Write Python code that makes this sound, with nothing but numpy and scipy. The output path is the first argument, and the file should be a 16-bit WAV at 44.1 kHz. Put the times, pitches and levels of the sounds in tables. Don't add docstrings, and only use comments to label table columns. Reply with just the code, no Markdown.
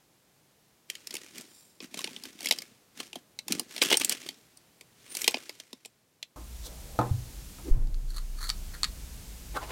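import sys
import numpy as np
from scipy import signal
from scipy.fft import rfft, irfft
from scipy.io import wavfile
from scipy.ndimage import uniform_filter1d

SR = 44100
rng = np.random.default_rng(int(sys.argv[2]) if len(sys.argv) > 2 else 0)


def dump(signal):
    limited = np.clip(np.atleast_2d(signal).T, -1, 1)
    pcm = np.round(limited * 32767).astype(np.int16)
    wavfile.write(sys.argv[1], SR, pcm)


N = 428211
TIME = np.arange(N) / SR
DESK_FROM_S, THUD_S, JOLT_S = 6.36, 7.109, 7.708

# t/s, level/dB before the mix trims, main ring f/Hz, tick and tub offsets/dB
CLACKS = [(0.8998, -21.5, 3260, -14.5, -35), (0.9525, -30.5, 2260, -16, -36), (1.071, -31, 3880, -7, -27),
          (1.1072, -29, 4950, -16, -22), (1.1403, -32.5, 2580, -4, -7), (1.1528, -27, 2230, -10, -23),
          (1.1667, -26.5, 2560, -15, -33), (1.3817, -33, 2580, -8.5, -31), (1.41, -40.5, 4790, -5.5, -13),
          (1.8035, -31, 2480, -30, -15), (1.942, -29, 2600, -14, -15.5), (1.972, -34, 3800, -21, -24),
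          (1.9904, -25.5, 3770, -13, -16), (2.0421, -19, 3020, -18.5, -21), (2.074, -28, 2450, -23, -17),
          (2.1628, -28, 2980, -25.5, -30), (2.2361, -31.5, 3260, -11.5, -22),
          (2.406, -31.5, 3360, -13.5, -19), (2.429, -34.5, 2200, -8, -15),
          (2.446, -27.5, 3260, -14.5, -28.5), (2.458, -19.5, 2180, -12, -24),
          (2.4698, -18.5, 3300, -21, -30), (2.487, -26, 4450, -8, -29), (2.51, -7, 3570, -18.5, -24),
          (2.523, -18.5, 3100, -15, -20), (2.586, -24.5, 4700, -14.5, -28), (2.6195, -31.5, 2150, -12, -24),
          (3.0009, -24.5, 4300, -18.5, -20), (3.13, -29.5, 2740, -20, -21),
          (3.1561, -29, 4000, -16.5, -9.5), (3.3892, -23.5, 4100, -19, -32),
          (3.4816, -26.5, 2740, -8.5, -18), (3.5221, -15.5, 3700, -9, -29), (3.5955, -21.5, 4660, -6, -18),
          (3.763, -25.5, 3060, -16, -20), (3.7792, -25, 3200, -17.5, -22.5),
          (3.8172, -7.5, 3000, -24.5, -22.5), (3.8347, -19.5, 2970, -10, -16.5),
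          (3.9137, -13.5, 3120, -30, -11.5), (3.929, -11.5, 1990, -30.5, -16.5),
          (3.9418, -10.5, 3130, -26, -19.5), (3.9707, -19.5, 8860, 0, -21.5), (3.998, -28, 9000, -3, -25),
          (4.0465, -19, 8200, -2.5, -31), (4.0946, -19, 4480, -3, -24), (4.123, -20, 4890, -10, -20),
          (4.2884, -22.5, 4470, -18.5, -23.5), (4.572, -51, 4770, 0, -26), (4.81, -38, 2200, -13.5, -19.5),
          (5.1504, -26.5, 3940, -7, -21.5), (5.169, -26.5, 2440, -4, -22.5),
          (5.217, -26.5, 2080, -3.5, -27.5), (5.243, -17.5, 3270, -16, -28.5),
          (5.2777, -6, 2920, -14.5, -19.5), (5.309, -34.5, 4150, -4, -13),
          (5.3423, -15.5, 2470, -31, -14.5), (5.3699, -29.5, 2260, -37, -9.5),
          (5.4936, -27, 2020, -18, -16), (5.5996, -31.5, 2040, -15.5, -23.5),
          (5.7295, -31.5, 3880, -16, -11), (5.8493, -35, 2480, -18, -22), (5.8569, -37.5, 7170, -7, -13.5),
          (6.2275, -24.5, 3450, -20.5, -32.5)]
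# f/Hz, level/dB, t60/s
BARREL_MODES = [(2150, -6, .005), (3150, -1, .007), (4450, -2, .005), (5600, -2.5, .005), (7400, -1, .005),
                (9150, 1, .006), (12000, 0, .003)]
# f/Hz, level/dB, t60/s
TUB_MODES = [(260, -4, .028), (400, 0, .017), (530, 1.5, .014), (740, -1.5, .012), (918, -5, .02)]
# firmest t/s, attack/s, release/s, scrape level/dB, shove level/dB
STIRS = [(0.906, 0.015, 0.26, -55, -73), (1.154, 0.0487, 0.17, -52, -57.5),
         (1.375, 0.029, 0.055, -49.5, -48.5), (1.832, 0.014, .02, -44.5, -43.5),
         (2.001, 0.06, 0.18, -44.5, -47), (2.255, 0.0083, 0.031, -49, -52), (2.49, 0.08, 0.09, -42.5, -51),
         (3.006, 0.032, .04, -42.5, -49), (3.158, 0.0096, 0.025, -51.5, -52.5),
         (3.535, 0.039, 0.051, -39.5, -34.5), (3.725, 0.027, 0.3, -46, -64),
         (3.83, .015, 0.047, -27, -35.5), (3.933, 0.03, 0.011, -25, -34.5),
         (4.02, 0.018, 0.029, -34.5, -42), (4.122, 0.025, 0.03, -35.5, -49.5),
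         (4.273, 0.051, .035, -48, -50), (5.275, 0.19, 0.19, -45, -58)]
# f/Hz, level/dB
SCRAPE_EQ = [(90, -55.5), (260, 1.5), (450, -13.5), (900, -2.5), (1350, -2), (2100, 2.5), (3100, 1),
             (5000, 1), (9000, -3.5), (16000, -14.5)]
# fastest t/s, attack/s, release/s, hiss level/dB, squeal f/Hz, squeal level/dB
SLIDES = [(1.6, 0.14, 0.12, -59, 7300, -64), (5.125, 0.027, .04, -54, 9150, -45),
          (5.22, 0.057, 0.053, -44, 9600, -52)]
# tightest t/s, attack/s, rasp level/dB, hollow rub level/dB
TWISTS = [(8.11, 0.027, -47.5, -62), (8.183, 0.038, -39.5, -49), (8.449, 0.052, -40, -46),
          (8.495, 0.031, -42.5, -59), (8.752, 0.024, -51.5, -50)]
# t/s, level/dB
CAP_CLICKS = [(7.873, -32.5), (7.944, -26), (8.182, -22), (8.4932, -14), (8.5009, -12.5), (8.8326, -9),
              (8.843, -12), (8.8478, -17.5)]
# f/Hz, level/dB, t60/s
PEN_MODES = [(1240, -5, 0.015), (1970, -12, 0.0091), (4030, 6.5, 0.002), (4440, 7, 0.0065),
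             (6900, -2, 0.0036), (7450, -5, 0.0063), (10000, -27, 0.006), (11300, -3.5, 0.002)]
# t/s, level/dB
KNOCKS = [(6.9896, -13), (7.0015, -30.5), (7.0127, -21), (7.586, -43.5)]
# f/Hz, level/dB, t60/s
DESK_MODES = [(125.5, -11.5, 0.39), (208, -14, 0.29), (297.5, -14, 0.26), (701, -16, 0.099),
              (897, -11, 0.12), (1015, -11, 0.042), (1270, -3, 0.026), (1410, -15, 0.036)]
# t/s, level/dB
DRAG_FADER = [(9.5, -92), (9.55, -42.5), (9.572, -29.5), (9.59, -61), (9.63, -39), (9.67, -52),
              (9.71, -36.5)]
# fastest t/s, attack/s, release/s, hiss level/dB, hollow rub level/dB
GLIDES = [(6.671, 0.031, 0.0078, -42.5, -52), (6.71, 0.026, 0.094, -80, -53.5),
          (6.97, 0.091, 0.032, -76, -55)]
# f/Hz, level/dB, t60/s
THUD_MODES = [(99, 10.5, 0.23), (124.5, 6, 0.38)]
# f/Hz, level/dB, t60/s
STAND_MODES = [(22, 0, .9), (30, -6, 2.4), (52, -19, .9), (130, -24, .7)]
# f/Hz, level/dB
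DRAWER_AIR_EQ = [(20, -33.5), (53, -13), (87, -10), (120, -3.5), (620, -12), (1260, -17.5), (6380, -20.5),
                 (14400, -24), (16000, -28.5)]
# t/s, level/dB
DRAWER_AIR_FADER = [(0, -2), (5.4, 1), (5.7, -6), (6.4, -5)]
# f/Hz, level/dB
DESK_AIR_EQ = [(15, -69), (25, -8.5), (40, -2.5), (59, 4), (87, -14), (161, -15), (335, -25.5),
               (1200, -34.5), (6920, -31.5), (14800, -36), (16000, -41)]
# t/s, level/dB
DESK_AIR_FADER = [(6.3, -8.5), (6.62, -3.5), (9.72, -3)]


def clacks(chatter_s=.0033, settle_s=.0053):
    out, t = np.zeros(N), seconds(.15)
    pressure = np.exp(-(t / chatter_s) ** 2) + .56 * np.exp(-t / settle_s)
    for at, db, hz, tick_db, tub_db in CLACKS:
        contact, rasp = rng.standard_normal((2, len(t))) * pressure
        barrel_ring = ring(BARREL_MODES, .02, detune=.05, scatter_db=2.5) + ring([(hz, 5.5, .006)], .02)
        barrel = unit(through(contact, barrel_ring)) + .74 * unit(band(rasp, 1400, 8000, order=1))
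        tub_ring = ring(TUB_MODES, .12, detune=.091, scatter_db=7)
        tub = unit(through(contact, tub_ring)) + .5 * unit(band(rasp, 250, 1000))
        top_hz = 18000 * undb(tick_db / 9)
        add(out, at, at_level(band(barrel, 1950, 5500, order=4), db - 11))
        add(out, at, at_level(band(barrel, 5500, top_hz, order=3), db + tick_db - 1))
        add(out, at, at_level(band(tub, 205, 1200, order=5), db + tub_db - 2))
    return out


def rummage(pressed_from_db=-61.5, full_grind_db=-30):
    force = sum(undb(db) * gesture(at, attack, release) for at, attack, release, db, _ in STIRS)
    pressed = force / (force + undb(pressed_from_db))
    catching = crunch(rate=220, spread_db=6, burst_s=.0032, smooth=.2)
    rubs = np.sqrt(pressed) * catching + np.sqrt(1 - pressed) * rng.standard_normal(N)
    tub = unit(band(through(rubs, ring(TUB_MODES, .25)), 150, 1300))
    grind = np.minimum(force / undb(full_grind_db), 1) * unit(band(rubs, 2650, 3550))
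    scrape = undb(-1.5) * shape(rubs, SCRAPE_EQ)
    ticks = undb(-5) * pressed * shape(jostle(), SCRAPE_EQ)
    return force * (scrape + ticks + undb(-13) * tub + undb(-4) * grind)


def jostle(pens=5):
    ticks = (through(slips(rate=17, spread_db=4), burst(.012, decay_s=.0017)) for _ in range(pens))
    return unit(sum(map(unit, ticks)))


def slides(width=.025, rise_per_s=.1):
    rubs = crunch(rate=600, spread_db=3, burst_s=.002, smooth=1)
    out = np.zeros(N)
    for at, attack, release, hiss_db, hz, squeal_db in SLIDES:
        gap_ring = burst(.01, decay_s=.0011)
        hiss = shape(through(rubs, gap_ring), [(1500, -13), (6000, .5), (11500, -2), (16000, -4)])
        whistle = unit(band(rng.standard_normal(N), hz * (1 - width), hz * (1 + width)))
        squeal = np.interp(TIME + rise_per_s * (TIME - at) ** 2 / 2, TIME, whistle)
        out += gesture(at, attack, release) * (undb(hiss_db) * hiss + undb(squeal_db) * squeal)
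    return out


def shoves():
    judder = unit(band(crunch(rate=91, spread_db=5.5, burst_s=.0047, smooth=.15), 185, 350))
    return judder * sum(undb(db - 2) * gesture(at, attack, release) for at, attack, release, _, db in STIRS)


def cap(release_s=.013):
    rubs = crunch(rate=330, spread_db=3, burst_s=.0026, smooth=.34)
    choked = .5 * unit(through(rubs, ring(PEN_MODES, .002)))
    squeak = undb(-5.5) * unit(band(rubs, 4100, 4570))
    hiss = undb(-3) * unit(band(rubs, 5500, 10500, order=1))
    rasp = choked + squeak + hiss
    hollow = unit(band(rubs, 1100, 2050))
    twists = sum(gesture(at, attack, release_s) * (undb(rasp_db) * rasp + undb(rub_db) * hollow)
                 for at, attack, rasp_db, rub_db in TWISTS)
    snaps = strikes(CAP_CLICKS, PEN_MODES, .08, crack=.16, crack_s=.0042)
    return twists + undb(2) * band(snaps, 1230, 9900)


def knocks(tick_s=.006, clatter_s=.04):
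    out, t = strikes(KNOCKS, DESK_MODES, .4, crack=.02, crack_s=.002), seconds(.3)
    for at, db in KNOCKS:
        tick, clatter = rng.standard_normal((2, len(t)))
        add(out, at, undb(db - 23) * unit(band(tick, 1300, 5000, order=1)) * np.exp(-t / tick_s))
        add(out, at, undb(db - 14) * unit(band(clatter, 220, 1020, order=3)) * np.exp(-t / clatter_s))
    return out


def nudge():
    rubs = crunch(rate=440, spread_db=2.5, burst_s=.0061, smooth=.57)
    drag_eq = [(130, -33), (300, -4.5), (520, -5.5), (1000, -1.5), (1260, -14), (1800, -11), (16000, -32)]
    squeak = undb(-31) * swell(at=9.573, width_s=.0092) * unit(band(rubs, 1100, 1510))
    return fader(DRAG_FADER) * shape(rubs, drag_eq) + squeak


def notebook():
    palm = noise([(120, 4), (260, 13), (420, -1), (700, 3), (1230, 2.5), (1700, -12), (5000, -36)])
    pat = undb(-45) * gesture(6.365, .0061, .048) * palm
    hiss = noise([(1100, -12), (2500, -20), (3600, 2), (16000, -13)])
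    rub = noise([(200, -34), (430, 4), (580, 7), (1100, -8), (3000, -35)])
    return pat + sum(gesture(at, attack, release) * (undb(hiss_db) * hiss + undb(rub_db) * rub)
                     for at, attack, release, hiss_db, rub_db in GLIDES)


def bump(at, db, modes, push_s):
    out = np.zeros(N)
    body = through(ring(modes, 1.7, signed=False), np.hanning(int(push_s * SR)))
    add(out, at, undb(db) * body / np.abs(body).max())
    return out


def stand_shudder():
    rumble = noise([(60, -6), (120, 1), (170, -10.5), (450, -23.5), (4000, -50.5)])
    return undb(-26) * gesture(JOLT_S + .03, .015, .15) * rumble


def forearm():
    brush = noise([(120, -39), (340, 12), (600, -12), (3000, -35)])
    return undb(-35.5) * swell(at=7.685, width_s=.025) * brush


def drawer_air():
    return undb(-64) * fader(DRAWER_AIR_FADER) * noise(DRAWER_AIR_EQ)


def desk_air():
    hum = noise([(50, -60), (52.5, -15), (53.8, 0), (55, -15), (58, -60), (300, -120)])
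    return undb(-39.5) * fader(DESK_AIR_FADER) * noise(DESK_AIR_EQ) + undb(-53) * hum


def room(x, t60, wet_db, lo_hz, hi_hz):
    t = seconds(.7)
    tail = band(rng.standard_normal(len(t)), lo_hz, hi_hz, order=1) * undb(-60 * t / t60) * (t > .003)
    return undb(wet_db) * through(x, tail / np.sqrt(np.sum(tail ** 2)))


def strikes(rows, modes, length, crack, crack_s):
    out = np.zeros(N)
    for at, db in rows:
        body = ring(modes, length, detune=.02, scatter_db=.5)
        hit = body / np.abs(body).max() + crack * burst(length, crack_s)
        add(out, at, undb(db) * hit / np.abs(hit).max())
    return out


def ring(modes, length, detune=0., scatter_db=0., signed=True):
    hz, db, t60 = np.transpose(modes)[:, :, None]
    pitch, strength, polarity = rng.standard_normal((3, len(modes), 1))
    t = seconds(length)
    size = undb(db + scatter_db * strength) * (np.sign(polarity) if signed else 1)
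    partials = np.sin(2 * np.pi * hz * (1 + detune * pitch) * t)
    return np.sum(size * partials * undb(-60 * t / t60), axis=0)


def crunch(rate, spread_db, burst_s, smooth):
    catches = through(np.abs(slips(rate, spread_db)), np.exp(-seconds(.03) / burst_s))
    grip = unit(catches) + smooth
    return rng.standard_normal(N) * grip / np.sqrt(uniform_filter1d(grip ** 2, int(.04 * SR)))


def slips(rate, spread_db):
    slipping = rng.random(N) < rate / SR
    size = undb(spread_db * np.minimum(rng.exponential(size=N), 4))
    return unit(slipping * size * np.sign(rng.standard_normal(N)))


def gesture(at, attack_s, release_s):
    return np.exp(np.where(TIME < at, -((TIME - at) / attack_s) ** 2, (at - TIME) / release_s))


def swell(at, width_s):
    return np.exp(-((TIME - at) / width_s) ** 2)


def fader(rows):
    return undb(np.interp(TIME, *np.transpose(rows), left=-200, right=-200))


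def shape(x, eq):
    hz, db = np.transpose(eq)
    bins = np.maximum(np.arange(N // 2 + 1) * SR / N, 1)
    return unit(irfft(rfft(x) * undb(np.interp(np.log(bins), np.log(hz), db)), N))


def noise(eq):
    return shape(rng.standard_normal(N), eq)


def burst(length, decay_s):
    t = seconds(length)
    return rng.standard_normal(len(t)) * np.exp(-t / decay_s)


def band(x, lo_hz, hi_hz, order=2):
    sos = signal.butter(order, [lo_hz, min(hi_hz, .49 * SR)], "band", fs=SR, output="sos")
    return signal.sosfilt(sos, x)


def through(x, response):
    return signal.fftconvolve(x, response)[:len(x)]


def at_level(x, db, window_s=.008):
    return x * undb(db) / np.sqrt(np.mean(x[:int(window_s * SR)] ** 2))


def add(track, at, sound):
    i = int(at * SR)
    track[i:i + len(sound)] += sound[:N - i]


def undb(db):
    return 10 ** (np.asarray(db) / 20)


def unit(x):
    return x / np.sqrt(np.mean(x ** 2))


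def seconds(length):
    return np.arange(int(length * SR)) / SR


def scene():
    drawer = clacks() + rummage() + slides() + shoves()
    drawer += room(drawer, t60=.1, wet_db=-17, lo_hz=220, hi_hz=9500) + drawer_air()
    desk = cap() + nudge() + forearm() + stand_shudder() + knocks() + notebook()
    desk += room(desk, t60=.15, wet_db=-16, lo_hz=153, hi_hz=3080)
    desk += bump(THUD_S, -16.5, THUD_MODES, push_s=.0071)
    desk += bump(JOLT_S, -3.5, STAND_MODES, push_s=.0085)
    return np.where(TIME < DESK_FROM_S, drawer, desk + desk_air())[None]


def record(dry, threshold_db=-19, release_db_per_s=14, top_hz=16000):
    level_db = 10 * np.log10(np.abs(uniform_filter1d(dry[0] ** 2, int(.04 * SR))) + 1e-12)
    recovery = release_db_per_s * TIME
    duck_db = np.maximum.accumulate(np.maximum(level_db - threshold_db, 0) + recovery) - recovery
    duck_db = signal.lfilter(*signal.butter(1, 7, fs=SR), duck_db)
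    rounded = .8 * np.tanh(dry * undb(-duck_db) / .8)
    return signal.sosfilt(signal.ellip(10, .2, 70, top_hz, fs=SR, output="sos"), rounded)


dry = scene()
out = record(dry)
dump(out)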